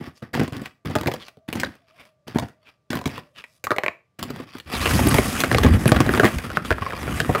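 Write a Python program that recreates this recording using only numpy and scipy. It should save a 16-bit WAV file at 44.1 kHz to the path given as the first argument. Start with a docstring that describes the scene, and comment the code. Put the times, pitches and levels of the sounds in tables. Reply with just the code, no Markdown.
"""In a small quiet room with a faint hum, hollow plastic eggs drop one by one onto a heap in a plastic tub.
Each hit rings a thin shell, ticks on its rim and thumps the tub, close below the microphone.
Between hits the eggs roll, rub in tiny slips and scrape their rims.
From about 4.7 seconds to the end, two hands stir the heap: the clacks crowd together,
the tub rumbles and thuds, and a few rims squeak."""
import sys
import numpy as np
from scipy import signal
from scipy.fft import rfft, irfft
from scipy.io import wavfile
from scipy.ndimage import uniform_filter1d

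SR = 44100
rng = np.random.default_rng(int(sys.argv[2]) if len(sys.argv) > 2 else 0)


def put_to_file(sound):
    """Save the sound as 16-bit audio at rate SR, in the file named by the first command-line argument."""
    columns = np.atleast_2d(sound).T  # one column per channel
    safe = np.clip(columns, -1, 1)
    whole_steps = np.round(safe * 32767)
    wavfile.write(sys.argv[1], SR, whole_steps.astype(np.int16))


N = 326340
TIME = np.arange(N) / SR
RING = TIME[:8192]  # the clock for one short sound, in seconds


def undb(db):
    """Turn decibels (dB) into a gain to multiply by."""
    return 10 ** (np.asarray(db) / 20)


def unit(x):
    """Scale a signal to an average power of 1."""
    return x / np.sqrt(np.mean(x ** 2))


def burst(x):
    """Give a short sound the energy of 10 milliseconds at power 1."""
    return x * np.sqrt(.01 * SR / np.sum(x ** 2))


def fade(ring_s):
    """Die away by 60 dB in ring_s seconds, the ring time."""
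    return np.exp(-np.log(1000) * RING / ring_s)


def swell(s, rise_s, stop_db_per_s):
    """A gain that climbs 20 dB every rise_s seconds, reaches 1 at time s, then dies away."""
    return undb(-20 * np.maximum(s - TIME, 0) / rise_s - stop_db_per_s * np.maximum(TIME - s, 0))


def curve(table, column):
    """Join a table's dB levels into a gain over time, silent before the first row."""
    rows = np.array(table)
    return undb(np.interp(TIME, rows[:, 0], rows[:, column], left=-120))


def wander(rate):
    """A smooth random wobble of about size 1 that turns about rate times a second."""
    size = int(SR / rate)
    return unit(uniform_filter1d(uniform_filter1d(rng.standard_normal(N), size), size))


def add(out, s, sound):
    """Mix a sound in, starting at s seconds."""
    i = max(int(s * SR), 0)
    out[i:i + len(sound)] += sound[:max(N - i, 0)]


def cut_bass(x, hz, order=2):
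    """Turn down everything below hz."""
    return signal.sosfilt(signal.butter(order, hz, "highpass", fs=SR, output="sos"), x)


def colour(x, points):
    """Make a sound darker or brighter, following points of (Hz, dB)."""
    hz, db = np.transpose(points)
    grid = np.fft.rfftfreq(2048, 1 / SR)
    cepstrum = irfft(np.log(undb(np.interp(np.log(grid + 1), np.log(hz), db))))
    # folding this keeps the filter from sounding before its input
    cepstrum[1:len(grid) - 1] *= 2
    cepstrum[len(grid):] = 0
    return signal.fftconvolve(x, irfft(np.exp(rfft(cepstrum))))[:len(x)]


def ring(notes, detune, scatter_db):
    """Strike an object's notes once; the spot that is hit shifts their pitches, levels and signs."""
    hz, db, ring_s = np.transpose(notes)[:, :, None]
    shift, weight, side = rng.standard_normal((3, len(notes), 1))
    waves = np.sin(2 * np.pi * hz * (1 + detune * shift) * RING) * fade(ring_s)
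    return burst(np.sum(np.sign(side) * undb(db + scatter_db * weight) * waves, axis=0))


def slips(rate, spread_db):
    """Tiny random taps, rate a second, some stronger than others; more taps are no louder overall."""
    chance, size, side = rng.random(N), rng.standard_normal(N), rng.choice([-1, 1], N)
    return (chance < rate / SR) * side * undb(spread_db * np.clip(size, -2, 2)) / np.sqrt(rate)


# The tone of still air. Each row: frequency in Hz, level in dB.
AIR_COLOUR = [(30, -28), (80, -3), (143, 3.5), (250, -13.5), (600, -12.5), (800, -20.5), (1300, -22),
              (2500, -28), (5000, -31), (9000, -38), (15000, -46.5)]
# A far tone comes and goes. Each row: time in seconds, level in dB.
FAR_TONE_LEVELS = [(0, -71), (.8, -85), (1.35, -64), (1.85, -67), (2.08, -60), (2.17, -75), (2.58, -63),
                   (2.8, -80), (3.3, -63), (3.6, -80), (4.1, -88)]
def background():
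    """A thin hum, a far tone that wavers and the hush of still air."""
    hum_hz, far_hz = 1175, 625
    hum = undb(-82) * unit(np.sin(2 * np.pi * hum_hz * TIME))
    pitch = far_hz + 32 * wander(rate=80) + 12 * wander(rate=7.6)
    far = unit(np.sin(2 * np.pi * np.cumsum(pitch) / SR) * undb(2.5 * wander(rate=30)))
    air = undb(-70.5) * unit(colour(rng.standard_normal(N), AIR_COLOUR))
    return hum + curve(FAR_TONE_LEVELS, 1) * far + air


def room(x, echo_s=.27):
    """Nearby walls add a short, blurred echo."""
    t = TIME[:SR // 2]
    tail = rng.standard_normal(len(t)) * np.exp(-np.log(1000) * t / echo_s) * (1 - np.exp(-t / .0022))
    walls = [(100, -5), (500, -1.5), (1200, -1.5), (2600, -3.5), (3400, -7), (6000, -2), (12000, -2)]
    tail = colour(tail, walls)
    return x + undb(-14.5) * signal.fftconvolve(x, tail / np.sqrt(np.sum(tail ** 2)))[:N]


# Two hands stir. Each row: time in seconds, then tub bumping, shell rubbing and rim scratching in dB.
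STIR_LEVELS = [(4.66, -41.4, -47, -68), (4.73, -34, -25.5, -34.5), (4.82, -28, -23.5, -26.5),
               (4.95, -19, -22, -22.5), (5.19, -19, -23, -24), (5.3, -27, -27, -26),
               (5.47, -27, -29, -31.5), (5.56, -17, -26.5, -29), (5.7, -15.5, -25, -36.1),
               (5.83, -23, -34, -34), (5.95, -21, -27, -43.9), (6.25, -22, -27, -28.5),
               (6.34, -31, -33, -36), (6.62, -35, -42, -53), (6.95, -33, -36, -46), (7.02, -27, -31, -38.5),
               (7.18, -26, -29.5, -32.5), (7.4, -28, -32, -39)]
def stirring():
    """How strongly the stirred eggs bump, rub and scratch: three gains over time."""
    return np.array([curve(STIR_LEVELS, column) for column in (1, 2, 3)])


# The tone of the pushed tub. Each row: frequency in Hz, level in dB.
RUMBLE_COLOUR = [(20, -30), (35, -7.5), (48, 0), (64, 5), (78, 11), (95, 2), (140, -18.5), (400, -58)]
# Pushes on the tub. 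Each row: peak time in seconds, seconds to rise by 20 dB, level in dB.
TUB_PUSHES = [(4.68, .03, -38), (4.83, .09, -24), (5.0, .15, -24), (5.17, .14, -21), (5.35, .15, -29),
              (5.56, .08, -24), (5.67, .1, -15), (5.76, .15, -21), (5.96, .05, -23), (6.37, .12, -31),
              (6.53, .1, -32), (6.72, .08, -24), (7.31, .08, -24)]
def tub_rumble():
    """The hands shift the whole tub, which rumbles on its support."""
    judder = slips(rate=300, spread_db=2.5)
    push_power = sum((undb(db) * swell(s, rise_s, stop_db_per_s=260)) ** 2
                     for s, rise_s, db in TUB_PUSHES)
    bump_gain = stirring()[0]
    force = np.sqrt(push_power + (undb(-9) * bump_gain) ** 2)
    return force * undb(-2.5) * unit(colour(judder, RUMBLE_COLOUR))


# The notes of the loaded tub. Each row: pitch in Hz, level in dB, ring time in seconds.
TUB_NOTES = [(84, -5.5, 0.28), (111, 4, 0.08), (145.2, 1, .09), (164.6, 0, 0.054), (216, -2, 0.1),
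             (243.3, 4.5, 0.085), (276, 3, 0.041), (339, -4.5, 0.085), (398, -9.5, 0.069)]
def tub_ring(detune, scatter_db):
    """The tub full of eggs booms low when struck."""
    return ring(TUB_NOTES, detune, scatter_db)


# Stirred eggs drop back. Each row: start in seconds, pitch in Hz, level in dB.
SOFT_LANDINGS = [(4.94, 85, -19), (4.953, 170, -15), (5.01, 80, -21), (5.272, 80, -25), (5.285, 230, -22),
                 (5.55, 90, -17), (5.648, 80, -9), (5.712, 78, -7), (5.745, 80, -8), (5.955, 80, -16),
                 (6.115, 85, -22), (6.342, 170, -23), (6.36, 62, -23), (6.617, 170, -31), (6.707, 85, -19),
                 (6.808, 90, -26), (7.13, 80, -26), (7.308, 150, -23)]
def thuds(ring_cycles=9):
    """A soft landing bends the tub floor, which swings a few times and wakes its other notes."""
    out = np.zeros(N)
    for s, hz, db in SOFT_LANDINGS:
        swing = burst(np.sin(2 * np.pi * hz * RING) * fade(ring_cycles / hz))
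        boom = undb(-8) * tub_ring(detune=.12, scatter_db=3)
        add(out, s, undb(db) * burst((swing + boom) * (1 - fade(.02))))
    return out


# A rim skids over a shell. Each row: start in seconds, pitch in Hz, level in dB.
RIM_SQUEAKS = [(5.072, 13300, -21), (5.086, 8400, -19), (5.092, 9600, -18.5), (5.878, 10900, -18.5),
               (5.883, 9500, -23.5), (5.896, 9500, -23)]
def squeaks():
    """A rim sticks and slips very fast, making a short, rough, high chirp."""
    out = np.zeros(N)
    for s, hz, db in RIM_SQUEAKS:
        pitch = hz * (1 + .087 * wander(rate=1900)[:len(RING)])
        chirp = np.sin(2 * np.pi * np.cumsum(pitch) / SR) * fade(.006) * (1 - fade(.0091))
        add(out, s, undb(db - 8) * burst(chirp))
    return out


# The notes of a scraped rim. Each row: multiple of the main pitch, level in dB.
SCRAPE_NOTES = [(.66, -9), (1, 0), (1.22, -10)]
def scrape(length, ring_hz, slips_per_s=520, ring_cycles=24, glide=.12, count=64):
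    """A rim sticks and slips; each slip rings it, and the pitch drifts as the contact moves along."""
    starts = np.cumsum(rng.uniform(.3, 1.7, count)) / slips_per_s
    strength, detune, side = rng.standard_normal((3, count, 1))
    along = np.minimum(starts / length, 1)[:, None]
    hz = ring_hz * (1 + glide * rng.choice([-1, 1]) * (along - .5) + .035 * detune)
    cycles = hz * RING[:1024]
    tones = sum(undb(db) * np.sin(2 * np.pi * ratio * cycles) for ratio, db in SCRAPE_NOTES)
    rings = tones * undb(-60 * cycles / ring_cycles)
    force = np.sign(side) * undb(4 * strength) * np.sin(np.pi * along)
    out = np.zeros(2 * len(RING))
    for s, slip in zip(starts, rings * force):
        if s < length:
            add(out, s, slip)
    return burst(out + 1e-12) * np.sqrt(length / .02)


# Single scrapes. Each row: middle in seconds, length in seconds, pitch in Hz, level in dB.
RIM_SCRAPES = [(.17, .04, 4900, -56), (1.08, .025, 5150, -42), (1.22, .06, 3300, -43),
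               (1.265, .06, 4600, -51), (1.606, .02, 5150, -38), (1.645, .022, 3680, -33),
               (2.005, .07, 2250, -50), (2.68, .07, 2500, -51), (2.915, .022, 4700, -41),
               (3.066, .025, 5700, -40), (3.16, .05, 2700, -43), (3.385, .07, 2900, -43),
               (3.388, .03, 5000, -52), (3.647, .014, 11000, -40), (4.751, .05, 3850, -31),
               (4.825, .05, 4050, -32), (4.955, .05, 4560, -33), (4.96, .05, 10800, -36),
               (5.108, .035, 4500, -35), (5.113, .025, 3120, -32), (5.182, .05, 9800, -33),
               (5.355, .05, 1314, -30), (5.36, .05, 7100, -40), (5.524, .025, 8900, -36),
               (5.529, .025, 4540, -37), (5.577, .025, 4300, -32), (5.735, .035, 8600, -44),
               (5.871, .025, 2670, -32), (6.126, .03, 10300, -38), (6.395, .04, 1550, -37),
               (6.56, .03, 3530, -39), (6.662, .04, 3530, -39), (7.008, .05, 5900, -46),
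               (7.172, .04, 8300, -42), (7.178, .03, 1894, -31), (7.21, .03, 2960, -30)]
def scrapes():
    """Rims scrape across shells or crinkle a wrapper as the eggs settle or are handled."""
    out = np.zeros(N)
    for s, length, ring_hz, db in RIM_SCRAPES:
        add(out, s - length / 2, undb(db) * scrape(length, ring_hz))
    return out


# The notes of an egg's stiff rim. Each row: pitch in Hz, level in dB, ring time in seconds.
RIM_NOTES = [(2650, 0, .025), (3700, 1, .02), (4700, -3, .016), (5500, -5, .014)]
def rim_ring(detune, scatter_db):
    """The stiff rim rings high and briefly."""
    return ring(RIM_NOTES, detune, scatter_db)


# The notes of an egg's shell. Each row: pitch in Hz, level in dB, ring time in seconds.
SHELL_NOTES = [(840, -9.5, 0.07), (1013, -2, 0.024), (1156, -0.5, 0.035), (1332, -4, 0.029),
               (1577, 1, 0.032), (1772, -0.5, 0.02), (2040, -1, 0.025), (2308, -3, 0.024), (2517, -2, 0.02),
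               (2880, -5.5, 0.011), (3270, -15, 0.0047), (3900, -4, .014), (4890, -8.5, 0.019)]
def shell_ring(detune, scatter_db):
    """The thin shell rings with many short notes at once."""
    return ring(SHELL_NOTES, detune, scatter_db)


# Dropped eggs tumble. Each row: start and length in seconds, then bumping, rubbing and scratching in dB.
EGG_TUMBLES = [(0, .07, -35, -41, -62), (.22, .015, -33, -47, -70), (.331, .1, -26, -30, -52),
               (.52, .1, -31, -40, -58), (.848, .3, -27, -36, -56), (1.479, .02, -33, -39, -57),
               (1.544, .12, -28, -35, -53), (2.268, .03, -36, -36, -58), (2.345, .09, -26, -38, -55),
               (2.902, .06, -23, -33, -46), (3.057, .13, -35, -39, -57), (4.187, .24, -33, -39, -56)]
# Eggs slide or rock. Each row: peak time in seconds, seconds to rise by 20 dB,
# then rubbing and scratching in dB.
EGG_SLIDES = [(.175, .05, -52, -53), (.655, .06, -35, -56), (1.22, .04, -40, -54), (1.275, .12, -44, -55),
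              (1.76, .15, -51, -70), (1.91, .08, -55, -74), (2.015, .08, -44, -56), (2.065, .04, -52, -60),
              (2.685, .05, -45, -63), (3.185, .15, -41, -56), (3.385, .035, -39, -51), (3.56, .3, -61, -56),
              (4.49, .05, -40, -66), (4.57, .1, -38, -56), (4.73, .04, -27, -35), (4.83, .08, -23, -31),
              (4.94, .15, -20, -22), (5.245, .05, -19, -26), (5.41, .06, -22, -27), (5.885, .06, -28, -27),
              (6.14, .06, -25, -32), (6.44, .03, -33, -36), (6.56, .05, -31, -44), (6.66, .02, -27, -30),
              (6.72, .1, -31, -42), (7.16, .1, -26, -30)]
def motion(attack_s=.003, slow_db_per_s=15, settle_db_per_s=255):
    """Stirring, tumbles and slides add up to three gains: bumping, rubbing and scratching."""
    power = stirring() ** 2
    for s, length, bump_db, rub_db, scratch_db in EGG_TUMBLES:
        age = np.maximum(TIME - s, 0)
        loss_db = slow_db_per_s * age + settle_db_per_s * np.maximum(age - length, 0)
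        speed = np.minimum(age / attack_s, 1) * undb(-loss_db)
        scratch = undb(scratch_db + 10 * np.exp(-age / .03))  # hardest just as the egg lands
        power += np.array([speed * undb(bump_db), speed * undb(rub_db), speed * scratch]) ** 2
    for s, rise_s, rub_db, scratch_db in EGG_SLIDES:
        bump_db = rub_db - 11
        power += np.outer(undb([bump_db, rub_db, scratch_db]), swell(s, rise_s, stop_db_per_s=340)) ** 2
    return np.sqrt(power)


# The tones of sliding shells, scratching rims and pressed shells. Each row: frequency in Hz, level in dB.
SLIDE_COLOUR = [(500, -24), (1000, -5), (1600, 2), (2100, 2.5), (2550, 4), (3150, .5), (4000, -4.5),
                (5000, -5), (8000, -22)]
SCRATCH_COLOUR = [(1500, -50), (3500, 1.5), (5000, 5), (7200, -1.5), (9000, -2), (12000, -5), (15500, -15)]
PRESS_COLOUR = [(150, -10), (300, -7.5), (450, 1.5), (680, 2), (900, 0), (1400, 1.5), (2000, 5.5),
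                (4000, -45)]
def rolling(eggs=8, rim_muted_db=-33):
    """Several eggs bump over the tub floor and stick and slip on each other, each with its own ring."""
    bump_gain, rub_gain, scratch_gain = motion()
    # the whole heap catches and lets go, which leaves short lulls
    rub_gain = rub_gain * undb(1.6 * wander(rate=35))
    # the more of the heap moves, the denser and smoother the slips
    slip_rate = 90 * (1 + rub_gain / undb(-26))
    bumps, shells, rim_rings, crackle = 0, 0, 0, 0
    for _ in range(eggs):
        jolts = slips(rate=60, spread_db=2.5) * undb(3 * wander(rate=14))
        bumps += signal.fftconvolve(jolts, tub_ring(detune=.08, scatter_db=2.5))[:N]
        contacts = slips(rate=slip_rate, spread_db=4.3) * undb(3.6 * wander(rate=35))
        shells += signal.fftconvolve(contacts, shell_ring(detune=.097, scatter_db=4))[:N]
        rim_rings += signal.fftconvolve(contacts, rim_ring(detune=.06, scatter_db=3))[:N]
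        crackle += signal.fftconvolve(contacts, rng.standard_normal(len(RING)) * fade(.01))[:N]
    # between the catches the wrappers slide with a fine, uneven hiss
    hiss = unit(rng.standard_normal(N) * undb(3.5 * wander(rate=80)))
    grain = unit(unit(crackle) + undb(-2) * hiss)
    bump = undb(-4) * unit(cut_bass(bumps, 100))
    rub = undb(-9) * unit(shells) + undb(-9.4) * unit(colour(grain, SLIDE_COLOUR))
    # a loose egg lets its rim ring; pressure mutes it
    rub += undb(-13) * unit(rim_rings) / (1 + (rub_gain / undb(rim_muted_db)) ** 2)
    scratch = undb(-7.5) * unit(colour(grain, SCRATCH_COLOUR))
    # the hollow bodies join in only when the eggs both rub and carry weight
    press = np.sqrt(bump_gain * rub_gain) * undb(-6) * unit(colour(grain, PRESS_COLOUR))
    return bump_gain * bump + rub_gain * rub + press + scratch_gain * scratch


def tub_thump():
    """The tub floor takes one hard push, then rings on."""
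    push = burst(np.sin(2 * np.pi * 160 * RING) * fade(.018))
    boom = tub_ring(detune=.04, scatter_db=4.5) * (1 - fade(.0018)) * fade(.21)
    return burst(undb(-4.5) * push + boom)


# The notes of an egg's hollow body. Each row: pitch in Hz, level in dB, ring time in seconds.
BODY_NOTES = [(351, 6.5, 0.014), (383.5, 4, 0.061), (475.7, 5.5, 0.06), (597, 2.5, 0.06),
              (651.6, -1.5, 0.07), (725, 1, 0.06)]
def hollow_knock(glance, square_hz=270, glancing_hz=700, scatter_octaves=.4, attack_s=.006):
    """The hollow body answers late: low for a square hit, higher and more varied for a glancing one."""
    hz = square_hz + glance * (glancing_hz - square_hz)
    hz *= 2 ** (scatter_octaves * glance * rng.uniform(-1, 1))
    cavity = burst(np.sin(2 * np.pi * hz * RING) * fade(.052))
    body = undb(.5) * ring(BODY_NOTES, detune=.07, scatter_db=2.5)
    return burst((cavity + body) * (1 - fade(attack_s)))


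# The tone of a rim's tick. Each row: frequency in Hz, level in dB.
TICK_COLOUR = [(800, -38), (2400, 1), (3200, 5.5), (4200, 2.5), (5500, -2), (7500, -3.5), (9500, -7),
               (12500, -7.5), (15500, -8)]
def rim_tick(glance):
    """A stiff rim snaps once, more softly in a glancing hit, then the wrapper crackles."""
    shape = undb(-7 * glance) * fade(.0008) + undb(-12) * fade(.014) + undb(-25) * fade(.021)
    snap = burst(colour(rng.standard_normal(len(RING)) * shape, TICK_COLOUR))
    return burst(snap + undb(-11) * rim_ring(detune=.12, scatter_db=5))


def clack(ring_hz, glance, dent_s=.00012, bend_s=.005, ring_cycles=27):
    """The shell dents with one sharp pulse; high bending waves outrun low ones, so its pitch falls."""
    dent = burst(RING / dent_s * (2 - RING / dent_s) * np.exp(-RING / dent_s))
    low_hz = min(ring_hz, 950)
    hz = low_hz + (1.1 * ring_hz - low_hz) * np.exp(-RING / bend_s)
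    bend = burst(np.sin(2 * np.pi * np.cumsum(hz) / SR) * fade(ring_cycles / ring_hz) * (1 - fade(.0025)))
    shell = burst(shell_ring(detune=.06, scatter_db=3) * fade(.06))
    # a softer contact lasts longer: it rings lower and leaves the high notes still
    softness = signal.butter(3, min(1400 + ring_hz, 9000), fs=SR, output="sos")
    return burst(signal.sosfilt(softness, bend + undb(1.5 - 8.5 * glance) * dent + undb(-4.5) * shell))


def rebounds(rattle_db, count=9):
    """After the first touch, the loose filling and rims bounce milliseconds apart, dying away."""
    delay = np.cumsum(rng.uniform(.0008, .0045, count))
    size = rng.choice([-1, 1], count) * undb(7.1 * rng.standard_normal(count)) * np.exp(-delay / .007)
    contacts = np.zeros(len(RING))
    contacts[(delay * SR).astype(int)] = undb(rattle_db) * size / np.sqrt(np.sum(size ** 2))
    contacts[0] = 1
    return contacts / np.sqrt(np.sum(contacts ** 2))


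# Eggs hit each other and the tub. Each row: start in seconds, clack level in dB, shell pitch in Hz,
# then thump, knock and tick levels in dB, and the rattle in dB compared with the first touch.
EGG_HITS = [(.011, -35, 836, -26, -48, -54, 11), (.073, -32, 1120, -28, -35, -49, 5),
            (.224, -34, 1300, -27, -32, -49, 10), (.339, -17, 1720, -31, -32, -31, 2),
            (.351, -19.5, 870, -21, -25, -31, -10), (.375, -30, 1360, -21, -23, -45, -7),
            (.396, -18, 2000, -12, -26, -31, 1), (.412, -24, 1620, -13, -16, -45, 0),
            (.434, -33, 966, -20, -28, -35, -5), (.479, -30, 1020, -29, -33, -39, -5),
            (.524, -40, 1360, -23, -40, -41, 0), (.567, -33, 1890, -27, -39, -36, -6),
            (.617, -40, 1090, -26, -32, -42, -2), (.658, -24, 2400, -42, -50, -39, -5),
            (.857, -40, 1650, -24, -40, -39, -1), (.9, -30, 865, -23, -27, -41, 3),
            (.9535, -13, 1356, -28, -17, -25, -6), (.959, -14, 850, -15, -15, -30, -6),
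            (.986, -24, 1370, -33, -28, -33, -8), (1.012, -22, 890, -25, -34, -32, -6),
            (1.034, -24, 883, -45, -32, -37, -12), (1.06, -20, 1730, -19, -23, -37, -9),
            (1.072, -13.5, 2400, -15, -22, -25, 1), (1.081, -17, 870, -24, -17, -33, -5),
            (1.116, -22, 2080, -33, -29, -33, -3), (1.138, -23, 920, -34, -25, -31, 4),
            (1.283, -33, 2560, -55, -48, -42, -6), (1.371, -56, 1370, -42, -42, -62, -6),
            (1.487, -30, 899, -25, -37, -42, 7), (1.528, -20, 2560, -29, -28, -29, -4),
            (1.555, -24, 880, -20, -29, -34, 1), (1.599, -19, 2470, -42, -42, -25, 0),
            (1.634, -10, 1660, -27, -24, -30, -9), (1.753, -46, 1500, -55, -55, -54, -6),
            (2.053, -46, 2400, -65, -60, -52, -3), (2.28, -34, 910, -39, -33, -37, -2),
            (2.358, -19, 890, -11, -19, -41, 4), (2.386, -16, 902, -35, -25, -26, -12),
            (2.397, -24, 1070, -45, -30, -31, -11), (2.424, -27, 864, -17, -22, -42, 6),
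            (2.485, -42, 1500, -50, -50, -50, -6), (2.904, -27, 1650, -36, -36, -29, 4),
            (2.931, -20, 1590, -24, -25, -30, -9), (2.954, -22, 1000, -21, -33, -31, -6),
            (2.971, -25, 1040, -30, -34, -34, -3), (2.99, -27, 882, -36, -35, -39, -10),
            (3.014, -26, 940, -45, -36, -41, -15), (3.041, -33, 1012, -50, -43, -45, -15),
            (3.057, -18, 2300, -17, -33, -26, 4), (3.062, -30, 960, -15, -24, -38, -16),
            (3.076, -27, 861, -34, -34, -33, -10), (3.093, -30, 2380, -48, -50, -45, 0),
            (3.179, -22, 1050, -36, -34, -39, -12), (3.44, -28, 2300, -55, -60, -48, -3),
            (3.6405, -20, 2420, -35, -31, -28, -2), (3.6695, -13, 1220, -35, -36, -35, -14),
            (3.7065, -9, 1350, -27, -18, -29, -4), (3.7165, -8, 1170, -27, -19, -32, -7),
            (3.763, -22, 1970, -44, -26, -38, 2), (3.784, -10, 2200, -36, -20, -31, -12),
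            (3.8355, -13, 1980, -33, -23, -34, -6), (3.8625, -11, 2200, -44, -24, -35, -12),
            (3.882, -10, 2350, -36, -29, -41, -12), (4.191, -30, 1800, -43, -48, -35, 4),
            (4.228, -20, 1090, -26, -37, -24, -5), (4.303, -27, 1360, -23, -29, -36, 5),
            (4.361, -30, 882, -40, -42, -42, -5), (4.4, -31, 1100, -29, -28, -43, 3),
            (4.552, -31, 1510, -31, -35, -47, -13), (4.584, -32, 2470, -43, -52, -39, -9),
            (4.6, -30, 3000, -48, -50, -38, -9), (4.737, -22, 900, -21, -33, -42, 8),
            (4.857, -8.5, 2750, -22, -23, -23, 3), (4.868, -10.5, 2500, -22, -28, -27, 0),
            (4.91, -16, 1550, -30, -30, -28, 4), (4.991, -13, 865, -18, -17, -36, 3),
            (5.068, -15, 856, -6, -13, -23, 10), (5.111, -16, 1722, -26, -28, -30, -3),
            (5.122, -17, 1140, -11, -30, -31, -7), (5.143, -8, 890, -9, -14, -18, -2),
            (5.184, -9, 2217, -20, -13, -23, 0), (5.188, -11, 1120, -12, -15, -34, -8),
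            (5.404, -15, 2420, -26, -29, -15, -3), (5.412, -17, 2562, -34, -34, -27, -9),
            (5.437, -7, 1500, -20, -18, -23, -12), (5.444, -15, 2174, -30, -28, -32, -12),
            (5.5147, -8, 1800, -15, -19, -28, -14), (5.528, -17, 1430, -12, -18, -31, -12),
            (5.547, -8, 2130, -18, -12, -24, -7), (5.584, -9, 1150, -24, -17, -19, -12),
            (5.634, -11, 1810, -14, -18, -21, 2), (5.647, -13, 805, -4, -12, -27, -5),
            (5.664, -13, 1110, -9, -18, -31, -3), (5.738, -19, 2347, -16, -24, -32, -5),
            (5.857, -15, 1670, -4, -12, -26, -8), (5.879, -14, 2756, -16, -30, -25, -8),
            (5.891, -15, 1614, -26, -28, -34, -10), (5.9188, -4, 1184, -3, -6, -16, -7),
            (5.963, -11, 1580, -13, -18, -27, -1), (6.0042, -5, 1110, -6, -9, -18, -10),
            (6.064, -23, 1710, -14, -18, -31, -5), (6.092, -9, 1610, -14, -15, -32, -20),
            (6.138, -10, 1356, -15, -20, -27, -7), (6.149, -14, 1900, -20, -22, -29, -5),
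            (6.176, -11, 890, -15, -16, -28, -8), (6.1975, -4, 1700, -14, -10, -22, -12),
            (6.206, -12, 1485, -24, -20, -31, -6), (6.233, -7, 1300, -7, -12, -28, 5),
            (6.244, -6, 1959, -12, -11, -24, -5), (6.253, -8, 1830, -15, -14, -20, -5),
            (6.263, -12, 2000, -26, -24, -29, 0), (6.385, -21, 2500, -35, -33, -30, -10),
            (6.441, -23, 1330, -28, -32, -42, 3), (6.502, -21, 1450, -38, -31, -38, -3),
            (6.5714, -5.5, 1400, -20, -24, -32, -20), (6.649, -23, 1313, -36, -35, -38, -6),
            (6.7063, -8, 1464, -19, -20, -31, -10), (6.7137, -10, 1700, -25, -16, -34, -20),
            (6.725, -16, 1850, -26, -30, -36, -6), (6.783, -19, 1360, -31, -36, -46, -12),
            (6.821, -14, 1090, -23, -31, -42, 2), (6.864, -15, 1141, -36, -31, -44, -7),
            (6.9055, -22, 1981, -36, -36, -44, -12), (6.9234, -22, 1378, -36, -36, -42, -14),
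            (6.933, -17, 1110, -30, -28, -46, -3), (7.078, -19, 1464, -23, -27, -44, 4),
            (7.2023, -9, 1700, -18, -21, -22, -14), (7.2475, -21, 1335, -33, -32, -42, -8),
            (7.293, -16, 890, -9, -12, -48, 5), (7.3495, -6.5, 1350, -24, -17, -29, 0),
            (7.355, -16, 900, -30, -24, -38, -6), (7.373, -20, 1250, -34, -25, -48, 2)]
def egg_hits():
    """In each hit the shell and rim rattle together, the hollow body knocks and the tub thumps."""
    out = np.zeros(N)
    for s, clack_db, ring_hz, thump_db, knock_db, tick_db, rattle_db in EGG_HITS:
        # 0 is a square hit; 1 is a glancing one that barely thumps the tub
        glance = np.clip((clack_db - thump_db) / 24, 0, 1)
        tick = undb(tick_db - 4.5) * rim_tick(glance)
        contact = undb(clack_db - 9.3) * clack(ring_hz, glance) + tick
        rattle = signal.fftconvolve(contact, rebounds(rattle_db))[:len(RING)]
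        knock = undb(knock_db - 3.3) * hollow_knock(glance)
        thump = undb(thump_db - 3.2) * tub_thump()
        add(out, s, cut_bass(rattle + knock, 150) + cut_bass(thump, 85, order=3))
    return out


def scene():
    """The eggs and the tub sound in the room, over its quiet background."""
    eggs_and_tub = egg_hits() + rolling() + tub_rumble() + squeaks() + scrapes() + thuds()
    return (room(eggs_and_tub) + background())[None]


def record(dry, top_hz=15600):
    """The microphone drops the deepest bass, rounds the loudest peaks and cuts the highest treble."""
    sound = cut_bass(dry, 30)
    rounded = sound / (1 + sound ** 4) ** .25
    return signal.sosfilt(signal.ellip(8, .2, 70, top_hz, fs=SR, output="sos"), rounded)


dry = scene()
out = record(dry)
put_to_file(out)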